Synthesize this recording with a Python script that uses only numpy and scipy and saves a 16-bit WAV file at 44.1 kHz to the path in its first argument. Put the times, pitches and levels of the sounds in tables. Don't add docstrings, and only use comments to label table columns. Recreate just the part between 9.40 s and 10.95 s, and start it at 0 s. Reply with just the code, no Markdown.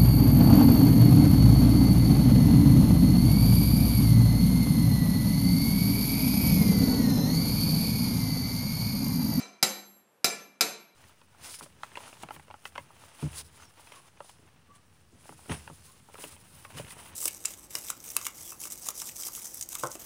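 import sys
import numpy as np
from scipy import signal
from scipy.fft import rfft, irfft
from scipy.io import wavfile
from scipy.ndimage import uniform_filter1d

SR = 44100
rng = np.random.default_rng(int(sys.argv[2]) if len(sys.argv) > 2 else 0)


def wav_out(sig):
    wavfile.write(sys.argv[1], SR, np.round(np.clip(np.atleast_2d(sig).T, -1, 1) * 32767).astype(np.int16))


N = 68355
TIME_S = np.arange(N) / SR
FREQS_HZ = np.arange(N // 2 + 1) * SR / N + 1e-3
ATTACK_S = 0.00031


def undb(db):
    return 10 ** (np.asarray(db) / 20)


def along(points, hz):
    point_hz, values = np.array(points, float).T
    return np.interp(np.log(hz), np.log(point_hz), values)


def fade(t60_s):
    return np.exp(-np.log(1000) * TIME_S / t60_s)


def rise(seconds):
    return np.minimum(TIME_S / seconds, 1)


def ring(hz, t60_s):
    phase_turns = rng.random()
    return fade(t60_s) * np.sin(2 * np.pi * (hz * TIME_S + phase_turns))


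def dense(colour, t60_points, count=30):
    centres_hz = np.geomspace(40, 18000, count)
    noise = rfft(rng.standard_normal(N))
    out = 0
    for pick, centre_hz in zip(np.eye(count), centres_hz):
        band = np.interp(np.log(FREQS_HZ), np.log(centres_hz), pick)
        envelope = fade(along(t60_points, centre_hz))
        wave = irfft(noise * band, N) * envelope
        expected_energy = np.mean(band ** 2) * np.sum(envelope ** 2)
        level_fix = np.sqrt(expected_energy / np.sum(wave ** 2))
        out = out + wave * level_fix * undb(along(colour, centre_hz))
    return out


# f/Hz, relative level/dB per Hz
CRACK_COLOUR = [(60, -35.5), (110, -16), (170, -1), (400, 4), (750, -2), (1000, -1.5), (1500, -2.5),
                (2500, 3), (3300, -4.5), (4500, 5), (6000, 0.5), (7400, -1), (8000, -3), (8700, 2),
                (10700, -5.5), (11800, -2), (13000, -9), (14800, -3.5), (15600, -24)]
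# f/Hz, t60/s
CRACK_DECAY = [(150, .11), (1000, 0.081), (5000, 0.1), (14000, 0.06)]
# f/Hz, relative level/dB, t60/s
COPPER_MODES = [(221, -40.5, 0.35), (417, -41, 0.14), (707.7, -31.5, 0.08), (759.4, -33.5, 0.13),
                (1352, -28, 0.11), (1958, -36.5, .1), (2347, -26, .08), (2636, -40, 0.17),
                (3821, -36.5, 0.17), (3996, -27.5, 0.19), (4425, -29.5, .09), (4628, -46, .12),
                (4990, -16, .05), (5160, -34, 0.033), (5430, -33, .1), (6100, -23, 0.03),
                (7380, -38.5, 0.31), (7614, -26.5, .12), (10020, -30.5, 0.06)]
CRACK_DB = -16.5


def copper():
    crack = undb(CRACK_DB) * dense(CRACK_COLOUR, CRACK_DECAY)
    clang = sum(undb(db) * ring(hz, t60_s) for hz, db, t60_s in COPPER_MODES)
    return np.array([crack, clang]) * rise(ATTACK_S)


COLOUR_CENTRES_HZ = [110, 300, 2800, 12000]


def tint(x, colour_db):
    colour = list(zip(COLOUR_CENTRES_HZ, colour_db))
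    log_gain = np.log(undb(along(colour, FREQS_HZ)))
    cepstrum = irfft(log_gain, N)
    cepstrum[1:N // 2] *= 2
    cepstrum[N // 2:] = 0
    return irfft(rfft(x) * np.exp(rfft(cepstrum)), N)


SWELL_DB, SWELLS_PER_S = 4, 22


def swell():
    hold = int(SR / SWELLS_PER_S)
    steps = np.repeat(rng.standard_normal(N // hold + 1), hold)
    gain = undb(SWELL_DB * uniform_filter1d(steps, hold)[:N])
    return gain / np.sqrt(np.mean(gain ** 2))


# f/Hz, relative level/dB, base t60/s, beat/Hz
STEEL_MODES = [(2324, -44, 0.44, 35), (4000, -39, 0.44, 13), (6199, -35, 0.31, 16), (7553, -43, 0.53, 5),
               (9540, -52.5, 0.38, 4.7), (10980, -60.5, 0.73, 1.2), (11630, -44, 0.64, 4.5)]
DETUNE_STD_HZ = 2
HIGH_STEEL_HZ = 7000


def steel(high_length_factor):
    out = 0
    for hz, db, t60_s, beat_hz in STEEL_MODES:
        pitch_hz = hz + DETUNE_STD_HZ * rng.standard_normal()
        mode_t60_s = t60_s * (high_length_factor if hz > HIGH_STEEL_HZ else 1)
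        waver = swell()
        pair = ring(pitch_hz, mode_t60_s) + ring(pitch_hz + beat_hz, mode_t60_s)
        out = out + undb(db) * waver * pair
    return out * rise(ATTACK_S)


THUD_HZ, THUD_DB, THUD_T60_S = 151.2, -27.5, 0.069


def thud():
    return undb(THUD_DB) * fade(THUD_T60_S) * np.sin(2 * np.pi * THUD_HZ * TIME_S)


# f/Hz, relative level/dB
ROOM_COLOUR = [(60, -29), (110, -11), (175, -13), (260, -6), (350, 1), (800, 1.5), (1500, -3), (3000, -4.5),
               (5000, -7.5), (8000, -3.5), (11000, -2.5), (15000, -9.5)]
# f/Hz, t60/s
ROOM_DECAY = [(100, 0.18), (180, 1), (400, 0.47), (1200, 0.56), (3000, .48), (6000, .4), (10000, 0.31),
              (15000, 0.24)]
# f/Hz, relative level/dB, t60/s
BOOM_MODES = [(160.9, -26, 0.6), (201, -22, 0.68)]
ROOM_DELAY_S, ROOM_BUILD_S = 0.0044, 0.0042


def workshop(x):
    boom = sum(undb(db) * ring(hz, t60_s) for hz, db, t60_s in BOOM_MODES)
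    build = np.clip((TIME_S - ROOM_DELAY_S) / ROOM_BUILD_S, 0, 1)
    response = (dense(ROOM_COLOUR, ROOM_DECAY) + boom) * build
    reference = np.sqrt(np.sum(fade(0.49) ** 2))
    return signal.fftconvolve(x, response / reference)[:len(x)]


# f/Hz, relative level/dB per Hz
AIR_COLOUR = [(30, -24), (80, -14.5), (130, -4), (200, -2), (400, 1.5), (1000, -3.5), (2500, -11.5),
              (5000, -20.5), (10000, -20), (15000, -29.5)]
AIR_RMS_DB = -67.5


def background():
    air = irfft(rfft(rng.standard_normal(N)) * undb(along(AIR_COLOUR, FREQS_HZ)), N)
    return undb(AIR_RMS_DB) * air / air.std()


# bass/dB, body/dB, clang/dB, top/dB
HAMMER_BLOWS = [(-.135, 5.5, -16, -1.5, 0.5, -3, -2, -1.5, 0.5),
                (0.2274, 0.5, -1.5, -1.5, 1.266, -2, 0.5, 1.5, 3),
                (0.8441, 0, -13, 0, 0.75, -4, 1, 0.5, 1.5),
                (1.2088, 0.5, -30, -2.5, 0.71, -6, -1.5, 1.5, 1)]
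LEAD_S = 0.25
CLANG_ROOM_DB, STEEL_ROOM_DB, THUD_ROOM_DB = -5, 6, -14.5


def scene():
    lead = int(LEAD_S * SR)
    out = np.zeros(lead + 2 * N)
    for start_s, db, thud_db, ring_db, high_length_factor, *colour_db in HAMMER_BLOWS:
        at = lead + int(start_s * SR)
        crack, clang = tint(copper(), colour_db)
        stake = undb(ring_db) * steel(high_length_factor)
        push = undb(thud_db) * thud()
        direct = crack + clang + stake + push
        sent = crack + undb(CLANG_ROOM_DB) * clang
        sent = sent + undb(STEEL_ROOM_DB) * stake + undb(THUD_ROOM_DB) * push
        out[at:at + N] += undb(db) * (direct + workshop(sent))
    return (out[lead:lead + N] + background())[None]


BASS_CUT_HZ, TOP_HZ = 85, 15200


def record(dry):
    high_pass = signal.butter(2, BASS_CUT_HZ, "high", fs=SR, output="sos")
    low_pass = signal.ellip(8, 0.2, 70, TOP_HZ, fs=SR, output="sos")
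    return signal.sosfilt(low_pass, signal.sosfilt(high_pass, dry))


dry = scene()
out = record(dry)
wav_out(out)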